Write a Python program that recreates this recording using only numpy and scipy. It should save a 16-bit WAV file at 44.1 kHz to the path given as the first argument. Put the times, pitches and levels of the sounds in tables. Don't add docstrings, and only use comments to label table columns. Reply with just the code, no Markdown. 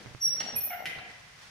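import sys
import numpy as np
from scipy import signal
from scipy.fft import rfft, irfft
from scipy.io import wavfile
from scipy.ndimage import uniform_filter1d

SR = 44100
rng = np.random.default_rng(int(sys.argv[2]) if len(sys.argv) > 2 else 0)


def master_out(mix):
    frames = np.transpose(np.atleast_2d(mix))
    ceiling = np.clip(frames, -1, 1)
    pcm = np.round(ceiling * 32767).astype(np.int16)
    wavfile.write(sys.argv[1], SR, pcm)


N = 66150


def amp(db):
    return 10 ** (np.asarray(db) / 20)


def unit(x):
    return x / np.sqrt(np.mean(x ** 2) + 1e-20)


def read(points, hz):
    f, value = np.transpose(points)
    return np.interp(np.log(hz + 1), np.log(f + 1), value)


def follow(curve, column=1):
    rows = np.transpose(curve)
    return np.interp(np.arange(N) / SR, rows[0], rows[column])


def since(start):
    return np.maximum(np.arange(N) / SR - start, 0)


def pan(x, db):
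    return x * amp([[db / 2], [-db / 2]])


def colour(x, points):
    size = 4096
    hz = abs(np.fft.fftfreq(size, 1 / SR))
    log_gain = np.log(amp(read(points, hz)))
    response = np.exp(np.conj(signal.hilbert(log_gain)))
    taps = np.fft.ifft(response).real[:size // 2]
    return signal.fftconvolve(x, taps / np.linalg.norm(taps))[:N]


def wobble(rate_hz):
    lowpass = np.exp(-(np.fft.rfftfreq(N, 1 / SR) / rate_hz) ** 2)
    return unit(irfft(rfft(rng.standard_normal(N)) * lowpass, N))


def diffuse(a, b):
    # f/Hz, correlation (0 to 1)
    likeness = [(30, 0.47), (150, 0.96), (400, 0.17), (1000, 0.1), (15000, 0.067)]
    same = np.clip(read(likeness, np.fft.rfftfreq(N, 1 / SR)), 0, 1)
    right = irfft(same * rfft(a) + np.sqrt(1 - same ** 2) * rfft(b), N)
    return np.array([a, right])


def room(x, wet_db):
    # f/Hz, t60/s
    decay_times = [(100, 0.88), (300, 0.47), (800, 1.42), (2000, 1.24), (4000, 0.85), (5600, 0.84),
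                   (8000, 0.98), (11400, 0.41), (15000, 0.4)]
    onset_s = 0.0024
    early_db, early_s = 4, 0.01
    hz, t, z = signal.stft(diffuse(*rng.standard_normal((2, N))), SR, nperseg=256)
    decay = amp(-60 * t / read(decay_times, hz)[:, None])
    tail = signal.istft(z * decay, SR, nperseg=256)[1][:, :N]
    age = since(onset_s)
    tail = tail * np.minimum(age / onset_s, 1) * amp(early_db * np.exp(-age / early_s))
    tail = tail / np.linalg.norm(tail[0])
    mono = x.mean(0)[None]
    return x + amp(wet_db) * signal.fftconvolve(mono, tail, axes=1)[:, :N]


def stick_slip(curve, harmonics_db, jitter, jitter_hz):
    t = np.arange(N) / SR
    pitch = follow(curve) * (1 + jitter * wobble(jitter_hz))
    phase = 2 * np.pi * np.cumsum(pitch) / SR
    sounding = (t > curve[0][0]) & (t < curve[-1][0])
    level = uniform_filter1d(amp(follow(curve, column=2)) * sounding, size=90)
    return level * sum(amp(db) * np.sin((k + 1) * phase) for k, db in enumerate(harmonics_db))


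def burst(start, decay_s):
    t = since(start)
    return (t > 0) * np.exp(-t / decay_s) * rng.standard_normal(N)


def click(start):
    return 1. * (np.arange(N) == round(start * SR))


def wash(spectrum):
    left, right = [colour(noise, spectrum) for noise in rng.standard_normal((2, N))]
    return unit(diffuse(left, right))


def rumble():
    # f/Hz, level/dB
    rumble_colour = [(20, -17), (45, 0.5), (70, 1.5), (130, 3), (200, -5), (320, -28.5), (700, -28.5),
                     (2000, -10), (6000, -20.5), (15000, -33.5)]
    return amp(-61.5) * wash(rumble_colour)


def piston():
    # t/s, level/dB
    slide = [(0, -51), (.09, -53.5), (.19, -55.5), (.27, -54), (.39, -52.5), (.5, -55), (.62, -58.5),
             (.8, -58), (.98, -67), (1.1, -53.5), (1.22, -55.5), (1.36, -55.5), (1.42, -51), (1.5, -52.5)]
    # f/Hz, level/dB
    slide_colour = [(30, -44), (100, -4.5), (300, -12.5), (700, -2.5), (1100, -0.5), (2000, 1),
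                    (3000, -2.5), (5800, -4), (7500, -13), (10000, -14.5), (12000, -25), (15000, -25.5)]
    flutter_db = 0.75 * wobble(rate_hz=82)
    return pan(wash(slide_colour) * amp(follow(slide) + flutter_db), db=-0.3)


def bucket():
    # t/s, f/Hz, level/dB, decay/s, tick level/dB, left over right/dB
    thumps = [(0.0606, 132.3, -51, 0.033, -26, -21.5), (0.076, 118, -45.5, 0.018, -51, 1),
              (0.111, 127.6, -43.5, 0.011, -62, -8), (0.1488, 129.6, -38.5, 0.008, -21, -11.5),
              (0.267, 151.8, -47.5, 0.068, -54, 0), (0.408, 171, -50, 0.031, -56, -3),
              (0.439, 226.5, -44.5, 0.018, -46, -2), (0.531, 227.5, -41.5, 0.014, -54, 5),
              (0.549, 150, -42.5, 0.009, -54, 0), (0.573, 89, -46, 0.0265, -40, 0),
              (0.596, 137, -47.5, .015, -58, -3), (0.871, 155, -47, 0.024, -58, -4),
              (0.956, 144, -49.5, 0.024, -45, 3), (.978, 89, -45.5, 0.014, -26, -3)]
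    # f/Hz, level/dB
    tick_colour = [(25, -5), (100, 7.5), (300, 8), (700, -1), (1400, -4), (2200, -5), (4000, -28),
                   (8000, -43), (15000, -46.5)]
    out = np.zeros((2, N))
    for start, hz, db, decay_s, tick_db, side_db in thumps:
        t = since(start)
        thump = amp(db) * np.exp(-t / decay_s) * np.sin(2 * np.pi * hz * t)
        tick = amp(tick_db) * colour(click(start), tick_colour)
        out += pan(thump + tick, side_db)
    return room(out, wet_db=-13)


def squelch():
    # t/s, level/dB
    squelch_level = [(0, -54.5), (.1, -56), (.2, -76.5), (.3, -62), (.4, -55), (.49, -52), (.56, -51.5),
                     (.64, -62), (.75, -64), (.83, -60.5), (.98, -56), (1.1, -61), (1.25, -73.5),
                     (1.5, -69.5)]
    # f/Hz, level/dB
    squelch_colour = [(60, -10), (200, 8), (330, 1.5), (480, 6.5), (800, -2.5), (1100, -5), (2000, -2),
                      (6000, -42), (15000, -76)]
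    grains_per_s, spread_db = 580, 2
    sizes_db = spread_db * np.minimum(rng.exponential(1, N), 4)
    sizes = amp(sizes_db) * rng.choice([-1, 1], N)
    hits = rng.random(N) < grains_per_s / SR
    grains = unit(colour(sizes * hits, squelch_colour))
    return pan(grains * amp(follow(squelch_level)), db=9)


def plops():
    # t/s, starting f/Hz, level/dB, left over right/dB
    pops = [(.348, 500, -49.5, 20), (.463, 697, -37.5, 8), (.485, 720, -41.5, 13), (.505, 754, -39, 9),
            (.539, 750, -46.5, 17), (.673, 634, -47.5, 20), (.804, 667, -41.5, 20), (.823, 697, -37, 17.5),
            (.839, 670, -44, 12), (1.013, 660, -47, 6), (1.058, 690, -52.5, 18)]
    rise_s = .0017
    glide, rough = 0.014, 0.34
    out = np.zeros((2, N))
    for start, hz, db, side_db in pops:
        t = since(start)
        age = t / rise_s
        tone = np.sin(2 * np.pi * hz * t * (1 + glide * age))
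        pop = tone * (1 + rough * wobble(rate_hz=310))
        swell = age * np.exp(1 - age)
        out += pan(amp(db) * swell * pop, side_db)
    return out


def compound():
    return room(squelch() + plops(), wet_db=-8)


def seal():
    # t/s, f/Hz, level/dB (ahead of the harmonic, rasp and hum levels)
    creak = [(.703, 700, -50), (.7062, 700, -32), (.716, 695, -39), (.732, 698, -36), (.746, 705, -43),
             (.785, 705, -52), (.83, 705, -64)]
    harmonics_db = [-7.5, -11, -5.5, -17]
    # f/Hz, level/dB
    rasp_colour = [(400, -32.5), (700, -4.5), (1100, -25.5), (1450, 0.5), (1700, -4), (2000, -4),
                   (2500, -14.5), (3200, -11), (5000, -46), (15000, -68)]
    jitter, flutter = .03, .4
    barrel_hz, barrel_width_hz = 760, 80
    tone = stick_slip(creak, harmonics_db, jitter, jitter_hz=230)
    tone = tone * (1 + flutter * wobble(rate_hz=140))
    rasp = stick_slip(creak, [-7], jitter, jitter_hz=223) * rng.standard_normal(N)
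    rasp = colour(rasp, rasp_colour)
    barrel_curve = [(s, barrel_hz, db) for s, _, db in creak]
    barrel = stick_slip(barrel_curve, [-6], barrel_width_hz / barrel_hz / 2, jitter_hz=204.5)
    return room(pan(tone + rasp + barrel, db=-5.0), wet_db=0)


def knock():
    # f/Hz, level/dB
    knock_colour = [(30, -20), (100, -7), (500, -9), (1000, -8), (1400, 3.5), (1800, -17), (3000, -27),
                    (4000, -8), (6000, -26), (12000, -42)]
    thud = amp(-41) * colour(burst(.986, decay_s=.009), knock_colour)
    return room(pan(thud, db=0.0), wet_db=-9)


def clacks():
    # t/s, crack level/dB, rattle level/dB, rattle decay/s, ring level/dB,
    # left over right/dB
    stops = [(.4040, -26.5, -36, 0.011, -47, -4), (0.8564, -29.5, -36, 0.011, -30.5, 1.5)]
    # f/Hz, level/dB
    stop_colours = [
        [(30, -15), (100, -13), (220, -2.5), (330, -8.5), (480, -4.5), (700, 5.5), (1100, -4.5), (1900, 4),
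         (3200, 0.5), (4600, 0.5), (6200, -8.5), (8000, -18.5), (11000, -17), (15000, -68)],
        [(30, -24), (100, -7), (220, -4), (330, -4), (700, 3), (1100, -3.5), (2300, 8), (4200, 2), (6200, -5),
         (8000, -17), (11000, -5), (15000, -27)],
    ]
    # f/Hz, level/dB (ahead of the ring level), t60/s
    body = [(1689, -6.5, 0.054), (1883, -4, 0.071), (1964, -7, 0.063), (2042, 3, 0.051), (2208, -7, .07),
            (2376, -2, 0.052), (2540, -7, 0.035), (2674, -20, 0.037), (2990, -48, 0.056)]
    snap_db, crack_decay_s, ring_rise_s = 9.5, 0.0013, .007
    out = np.zeros((2, N))
    for (start, crack_db, rattle_db, decay_s, ring_db, side_db), spectrum in zip(stops, stop_colours):
        t = since(start)
        crack = amp(crack_db) * (amp(snap_db) * click(start) + burst(start, crack_decay_s))
        rattle = amp(rattle_db) * burst(start, decay_s)
        blow = colour(crack + rattle, spectrum)
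        ring = np.zeros(N)
        for hz, level, t60 in body:
            ring += amp(level - 60 * t / t60) * np.sin(2 * np.pi * (hz * t + rng.random()))
        swell = np.minimum(t / ring_rise_s, 1)
        out += pan(blow + amp(ring_db) * swell * ring, side_db)
    return room(out, wet_db=3)


def rod():
    # t/s, f/Hz, level/dB
    chirp = [(.552, 2513, -60), (.566, 2482, -43), (.580, 2505, -41), (.592, 2500, -63)]
    tone = stick_slip(chirp, [0], jitter=0.011, jitter_hz=200)
    return room(pan(tone, db=-4.0), wet_db=-1.5)


def pivot():
    # t/s, f/Hz, level/dB (ahead of the harmonic levels)
    squeak = [(.200, 5735, -56), (.218, 5688, -31), (.234, 5655, -27), (.255, 5615, -24), (.270, 5598, -32),
              (.295, 5600, -50)]
    # t/s, f/Hz, level/dB (ahead of the gain)
    squeals = [
        [(.554, 11290, -56), (.564, 11380, -28), (.571, 11425, -26), (.578, 11430, -33), (.592, 11418, -36),
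         (.61, 11415, -54)],
        [(.603, 14660, -58), (.612, 14700, -43), (.626, 14720, -37), (.645, 14770, -37), (.655, 14700, -55)],
        [(.628, 14000, -48), (.634, 13900, -34), (.640, 13750, -33), (.646, 12600, -35), (.650, 11830, -32),
         (.659, 11730, -35), (.668, 11000, -46)],
    ]
    # pitch unsteadiness (rms fraction), left over right/dB
    manner = [(.001, -5), (.003, 0), (.013, 0)]
    down = stick_slip(squeak, [0.5, -16], jitter=.0012, jitter_hz=150)
    up = np.zeros((2, N))
    for curve, (jitter, side_db) in zip(squeals, manner):
        up += pan(stick_slip(curve, [4.5], jitter, jitter_hz=420), side_db)
    return room(pan(down, db=-1.5), wet_db=5) + room(up, wet_db=1)


def scene():
    background = rumble() + piston()
    paste_and_bucket = bucket() + compound()
    return background + paste_and_bucket + seal() + knock() + clacks() + rod() + pivot()


def record(dry):
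    port_delay_s, edge_hz = .000022, 15700
    delay = np.exp(-2j * np.pi * np.fft.rfftfreq(N, 1 / SR) * port_delay_s)
    late = irfft(rfft(dry[1]) * delay, N)
    lowpass = signal.firwin(511, edge_hz, window=("kaiser", 9), fs=SR)
    return signal.oaconvolve(np.array([dry[0], late]), lowpass[None], "same")


dry = scene()
out = record(dry)
master_out(out)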